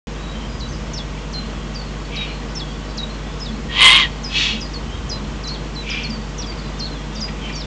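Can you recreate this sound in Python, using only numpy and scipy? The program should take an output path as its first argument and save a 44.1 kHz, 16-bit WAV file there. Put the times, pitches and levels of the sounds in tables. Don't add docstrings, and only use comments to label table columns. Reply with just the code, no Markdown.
import sys
import numpy as np
from scipy import signal
from scipy.fft import rfft, irfft
from scipy.io import wavfile

SR = 44100
rng = np.random.default_rng(int(sys.argv[2]) if len(sys.argv) > 2 else 0)


def dump_mix(stems):
    frames = np.atleast_2d(stems).T
    limited = np.clip(frames, -1, 1)
    pcm = np.round(limited * 32767).astype(np.int16)
    wavfile.write(sys.argv[1], SR, pcm)


N = 337806
TIME = np.arange(N) / SR
FREQ_HZ = np.arange(N // 2 + 1) * SR / N
RASP_RISE_S, RASP_FALL_S = .067, .124

# start in seconds, kind, held pitch in Hz, step down in Hz,
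# length in seconds, relative level in dB.
CHIRPS = [(.594, "held", 3960, 30, .072, -36), (.93, "stepped", 5310, 1920, .083, -31),
          (1.324, "held", 4130, 100, .11, -34), (1.738, "held", 4680, 440, .088, -36),
          (2.153, "flat", 3820, 90, .097, -31), (2.546, "stepped", 5280, 1970, .086, -31.5),
          (2.97, "held", 3850, 20, .092, -29), (3.394, "stepped", 5080, 1680, .106, -34.5),
          (4.231, "held", 5060, 150, .056, -27.8), (4.602, "held", 4930, 150, .055, -32),
          (4.729, "flat", 4340, 30, .046, -32.5), (5.089, "held", 4970, 100, .055, -31),
          (5.104, "slurred", 4060, 500, .088, -34.5), (5.43, "slurred", 4030, 250, .078, -34),
          (5.467, "lifted", 4200, 1150, .097, -32.5), (5.746, "slurred", 4020, 520, .086, -32),
          (5.893, "held", 4890, 40, .046, -31), (6.029, "flat", 4320, 60, .044, -29.5),
          (6.093, "slurred", 4680, 530, .078, -33.8), (6.376, "stepped", 5550, 2250, .078, -32.5),
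          (6.458, "slurred", 4660, 600, .08, -36), (6.787, "lifted", 4150, 820, .093, -30.5),
          (7.145, "lifted", 4500, 1050, .072, -37), (7.202, "held", 4950, 40, .061, -28),
          (7.521, "slurred", 4590, 750, .084, -37), (7.548, "stepped", 5420, 1960, .104, -34.5)]


def from_db(db):
    return 10 ** (np.asarray(db) / 20)


def unit_rms(x):
    return x / np.sqrt(np.mean(x ** 2) + 1e-20)


def drift(rate_hz):
    return unit_rms(irfft(rfft(rng.standard_normal(N)) / (1 + (FREQ_HZ / rate_hz) ** 2), N))


def bumps(rows, rise_s, fall_s):
    return sum(from_db(db) * np.exp(-((TIME - peak_s) / np.where(TIME < peak_s, rise_s, fall_s)) ** 2)
               for peak_s, db in rows)


def coloured(x, spectrum):
    hz, db = np.transpose(spectrum)
    f = np.maximum(FREQ_HZ, 1)
    skirts = np.minimum(f / hz[0], 1) ** 3 * np.minimum(hz[-1] / f, 1) ** 4
    gain = from_db(np.interp(np.log(f), np.log(hz), db)) * skirts
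    return unit_rms(irfft(rfft(x) * gain, N))


def resonate(x, hz, width_hz):
    r = np.exp(-np.pi * width_hz / SR)
    feedback = [1, -2 * r * np.cos(2 * np.pi * hz / SR), r * r]
    return signal.lfilter(np.array([1, 0, -1]) * (1 - r * r) / 2, feedback, x)


def air_rush():
    # frequency in Hz, relative density in dB.
    rush_spectrum = [(25, -15.5), (45, -9), (65, 6.5), (90, 0), (130, 2.5), (175, 2.5), (240, 0.5),
                     (360, -2.5), (470, -5), (700, -8.5), (1100, -7), (1400, -11.5), (1800, -13.5),
                     (3200, -14.5)]
    top_spectrum = [(2500, -10), (3300, -3.5), (4300, -3), (5500, -3), (7000, -5.5), (8000, -6.5)]
    # centre in Hz, width in Hz, relative gain in dB.
    hollows = [(296, 32, -0.5), (466, 26, 1.5), (626, 12, -2), (844, 7.5, -8), (1099, 24, -7.5),
               (1486, 28, -8.5), (1908, 26, -7.5)]
    rush = from_db(-33.1 + .49 * drift(3)) * coloured(rng.standard_normal(N), rush_spectrum)
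    air = rng.standard_normal(N)
    hollow = unit_rms(sum(from_db(db) * resonate(air, hz, width_hz) for hz, width_hz, db in hollows))
    top = coloured(rng.standard_normal(N), top_spectrum)
    return rush + from_db(-41.5) * hollow + from_db(-45.2) * top


def gusts():
    # peak time in seconds, level in dB.
    peaks = [(.6, -32.5), (3.7, -36), (4.99, -31.5)]
    # frequency in Hz, relative density in dB.
    spectrum = [(50, -15.5), (66, 7.5), (90, -4.5), (125, -3), (180, -13.5), (320, -22.5)]
    return bumps(peaks, rise_s=.19, fall_s=.32) * coloured(rng.standard_normal(N), spectrum)


def drone(hz=217, width_hz=32, floor_db=-39.5):
    # peak time in seconds, level in dB.
    swells = [(.4, -35.5), (1.42, -32), (3.53, -29), (4.52, -31.5), (5.3, -33.5), (6.14, -32), (6.78, -35)]
    gain = np.hypot(from_db(floor_db), bumps(swells, rise_s=.1, fall_s=.1))
    band = resonate(rng.standard_normal(N), hz, width_hz)
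    return gain * unit_rms(resonate(band, hz, width_hz))


def mains_hum():
    # frequency in Hz, rms level in dB.
    partials = [(50, -30.5), (150, -37.4)]
    return sum(np.sqrt(2) * from_db(db) * np.sin(2 * np.pi * (hz * TIME + rng.random()))
               for hz, db in partials)


def forest(x, t60_s):
    t = TIME[:SR]
    tail = rng.standard_normal(SR) * from_db(-60 * t / t60_s) * (1 - np.exp(-t / .011))
    return signal.fftconvolve(x, tail / np.linalg.norm(tail))[:N]


def faint_song(count=90):
    # start in seconds, length in seconds, start and end pitch in Hz, relative level in dB.
    clear_notes = [(.17, .21, 3780, 3940, -48), (.33, .11, 3130, 3120, -43), (.48, .1, 4980, 4930, -48),
                   (.68, .047, 6070, 6400, -46), (.72, .035, 5740, 4700, -43),
                   (4.88, .088, 2850, 3350, -43), (6.21, .025, 4750, 4400, -44),
                   (6.58, .025, 4740, 4200, -41), (6.63, .06, 4210, 3920, -43),
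                   (6.73, .074, 3550, 3620, -44), (6.94, .077, 3580, 3160, -44),
                   (7.12, .081, 3600, 3680, -43), (7.4, .11, 3300, 2900, -39)]
    when, length, octaves, glide, level = rng.random((count, 5)).T
    hz = 2700 * 2 ** octaves
    db = -52 + 3 * level - 5 * octaves
    chorus = zip(when * (TIME[-1] - .15), .05 + .1 * length, hz, hz * (.94 + .12 * glide), db)
    return list(clear_notes) + list(chorus)


def faint_notes(rows):
    notes = np.zeros(N)
    waver = 1 + .012 * drift(31)
    for start_s, length_s, from_hz, to_hz, db in rows:
        at = np.flatnonzero((TIME >= start_s) & (TIME < start_s + length_s))
        phase = 2 * np.pi * np.cumsum(np.linspace(from_hz, to_hz, len(at)) * waver[at]) / SR
        notes[at] += from_db(db) * signal.windows.tukey(len(at), .5) * np.sin(phase)
    return notes * from_db(2.5 + 3 * drift(40)) + forest(notes, t60_s=.4)


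def small_birds(rise_s=.013, fade_s=.022, lift_s=.013, break_s=.006, break_db_per_octave=-9):
    kinds = { "held": (6850, .0105, .78, .018, 0, -5), "flat": (6300, .011, .8, .018, 0, -9),
             "stepped": (7050, .0095, .62, .011, 130, -6), "lifted": (6700, .014, .84, .014, 430, -4),
             "slurred": (6000, .0115, 1.02, .018, 0, -19), }
    direct, to_rock = np.zeros(N), np.zeros(N)
    waver = 1 + .0066 * drift(70)
    flicker = from_db(1.7 * drift(60))
    for start_s, kind, held_hz, step_hz, length_s, db in CHIRPS:
        top_hz, swoop_s, step_share, step_s, lift_hz, echo_db = kinds[kind]
        at = np.flatnonzero((TIME >= start_s) & (TIME < start_s + length_s + fade_s / 2))
        t = TIME[at] - start_s
        since_step_s = t - step_share * length_s
        hz = held_hz + (top_hz - held_hz) * np.exp(-(t / swoop_s) ** 2)
        hz += lift_hz * np.exp(-(since_step_s / lift_s + 1) ** 2)
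        hz -= step_hz * (1 + np.tanh(since_step_s / step_s)) / 2
        envelope = np.minimum(t / rise_s, 1) * np.clip((length_s + fade_s / 2 - t) / (2 * fade_s), 0, 1)
        break_db = break_db_per_octave * np.log2(held_hz / (held_hz - step_hz))
        envelope *= from_db(break_db * np.exp(-((since_step_s + step_s) / break_s) ** 2))
        phase = 2 * np.pi * np.cumsum(hz * waver[at]) / SR
        note = from_db(db) * envelope * flicker[at] * np.sin(phase)
        rock_ratio = from_db(echo_db)
        direct[at] += note / np.hypot(1, rock_ratio)
        to_rock[at] += note * rock_ratio / np.hypot(1, rock_ratio)
    echoes = from_db(-1) * rock_echoes(to_rock) + from_db(-2) * forest(to_rock, t60_s=.18)
    return from_db(3.5) * (direct + echoes)


def rock_echoes(x):
    # delay in seconds, relative gain in dB.
    reflections = [(.0021, -1), (.0053, 2.5), (.0097, -19.5), (.019, -7), (.034, -22)]
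    return sum(from_db(db) * np.interp(TIME - delay_s, TIME, x, left=0) for delay_s, db in reflections)


def rasp(air, throat, ring_db, flutter_hz, roughness):
    cycles = np.cumsum(flutter_hz * from_db(3.2 * drift(89.84))) / SR
    puffs = rng.standard_normal(N) * np.exp(roughness * np.cos(2 * np.pi * cycles))
    ringing = sum(from_db(db) * resonate(puffs, hz, width_hz) for hz, width_hz, db in throat)
    ringing = coloured(ringing, [(900, 4.5), (3000, -3.5), (4300, -8.5)])
    return unit_rms(coloured(puffs, air) + from_db(ring_db) * ringing)


def far_rasps():
    # peak time in seconds, level in dB.
    peaks = [(1.18, -46), (2.188, -29.7), (5.932, -25.3), (7.47, -37)]
    # frequency in Hz, relative density in dB.
    air = [(1400, -15), (2000, -11), (2380, 2.5), (2550, 0), (2900, -6.5), (3300, -1), (3800, -13.5),
           (5500, -16), (7500, -36.5)]
    # centre in Hz, width in Hz, relative gain in dB.
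    throat = [(2380, 40, 3), (2630, 40, -4), (2900, 180, -6)]
    voice = rasp(air, throat, ring_db=-5, flutter_hz=205, roughness=.25)
    return bumps(peaks, RASP_RISE_S, RASP_FALL_S) * voice


def after_notes(long_chirp_s=.087, delay_s=.122, length_s=.036, from_hz=4250, to_hz=4060):
    return [(start_s + delay_s, length_s, from_hz, to_hz, db - 11)
            for start_s, *_, chirp_s, db in CHIRPS if chirp_s > long_chirp_s]


def owl_screech(jitter=.0185, hardening=1.1):
    # time in seconds, effort in dB.
    effort_curve = [(3.69, -41), (3.7, -34), (3.812, -9), (3.866, -6), (4.012, -12), (4.054, -21),
                    (4.075, -32)]
    # time in seconds, fundamental in Hz, whistle's relative level in dB.
    whistle_curve = [(3.69, 935, 4), (3.73, 935, -7), (3.78, 970, -8), (3.83, 1036, -1), (3.89, 1024, -3),
                     (3.95, 1078, -9), (4.02, 1040, -10), (4.048, 945, 3), (4.085, 930, -6)]
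    # frequency in Hz, relative density in dB.
    air = [(300, -23), (700, -24), (1050, -19), (1550, -18), (2000, -12), (2400, -6), (3100, -8.5),
           (3700, -9), (4400, -14), (5500, -26), (7500, -31.5)]
    # centre in Hz, width in Hz, relative gain in dB.
    throat = [(1073, 50, -15), (1160, 35, -13), (2080, 34, -18), (2154, 10, -3), (2850, 23, -2),
              (2990, 43, 0), (3114, 45, 4), (3275, 26, 7.5), (3688, 22, 1)]
    effort_s, effort_db = np.transpose(effort_curve)
    outside_s = np.abs(TIME - np.clip(TIME, effort_s[0], effort_s[-1]))
    effort = from_db(np.interp(TIME, effort_s, effort_db)) * np.exp(-outside_s / .0072)
    whistle_s, pitch_hz, whistle_db = np.transpose(whistle_curve)
    hz = np.interp(TIME, whistle_s, pitch_hz) * (1 + jitter * drift(219.4))
    phase = 2 * np.pi * np.cumsum(hz) / SR
    neighbours = sum(from_db(db) * np.sin(k * phase) for k, db in [(1, -7), (3, -5), (4, -16)])
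    whistle = np.sin(2 * phase) + neighbours * effort / effort.max()
    whistle_gain = from_db(np.interp(TIME, whistle_s, whistle_db))
    whistle *= whistle_gain * from_db(3.4 * drift(120))
    breath = from_db(-.5) * rasp(air, throat, ring_db=.5, flutter_hz=170.6, roughness=.45)
    voice = from_db(-1) * (breath + whistle) / np.hypot(1, whistle_gain / 2)
    return voice * effort * (1 + hardening * effort ** 2)


def owl_hiss():
    # peak time in seconds, level in dB.
    peaks = [(4.405, -16.7)]
    # frequency in Hz, relative density in dB.
    air = [(820, -61), (1400, -54), (1870, -9), (2220, -21), (2680, -7), (3100, -4.5), (3380, -2),
           (4370, -16), (4630, -12.5), (6020, -16), (8000, -27.5), (10400, -58), (17600, -120)]
    # centre in Hz, width in Hz, relative gain in dB.
    throat = [(2345, 45, -12), (2590, 25, -1.5), (2850, 74, -8.5), (3340, 31, -5), (3790, 46, -6),
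              (4230, 30, -2), (4400, 22, -3)]
    voice = rasp(air, throat, ring_db=-.5, flutter_hz=207.5, roughness=.2)
    return bumps(peaks, RASP_RISE_S, RASP_FALL_S) * voice


def ticks(width_s=.0083):
    # peak time in seconds, level in dB.
    peaks = [(6.523, -35), (7.29, -30.5), (7.499, -34)]
    # frequency in Hz, relative density in dB.
    spectrum = [(1200, -24), (1900, 3), (2400, 2), (3200, -4), (4200, -11), (6000, -25)]
    return bumps(peaks, width_s, width_s) * coloured(rng.standard_normal(N), spectrum)


def scene():
    owls = owl_hiss() + far_rasps() + owl_screech()
    owls += from_db(-30) * forest(owls, t60_s=.8)
    birds = small_birds() + faint_notes(faint_song() + after_notes())
    return (owls + birds + ticks() + air_rush() + gusts() + drone() + mains_hum())[None]


def record(dry, ceiling=.73, switch_on_s=.0713):
    # frequency in Hz, gain in dB.
    response = [(7200, 0.5), (7900, -6.5), (8400, -10.5), (8900, -15.5), (9400, -36), (10500, -62.5)]
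    narrow = irfft(rfft(dry[0]) * from_db(np.interp(FREQ_HZ, *np.transpose(response))), N)
    clipped = np.clip(narrow, -ceiling, ceiling) * (TIME >= switch_on_s)
    softened = signal.sosfiltfilt(signal.butter(6, 10300, fs=SR, output="sos"), clipped)
    fade_out = np.minimum((TIME[-1] - TIME) / .002, 1)
    return signal.sosfiltfilt(signal.butter(20, 12000, fs=SR, output="sos"), softened * fade_out)[None]


dry = scene()
out = record(dry)
dump_mix(out)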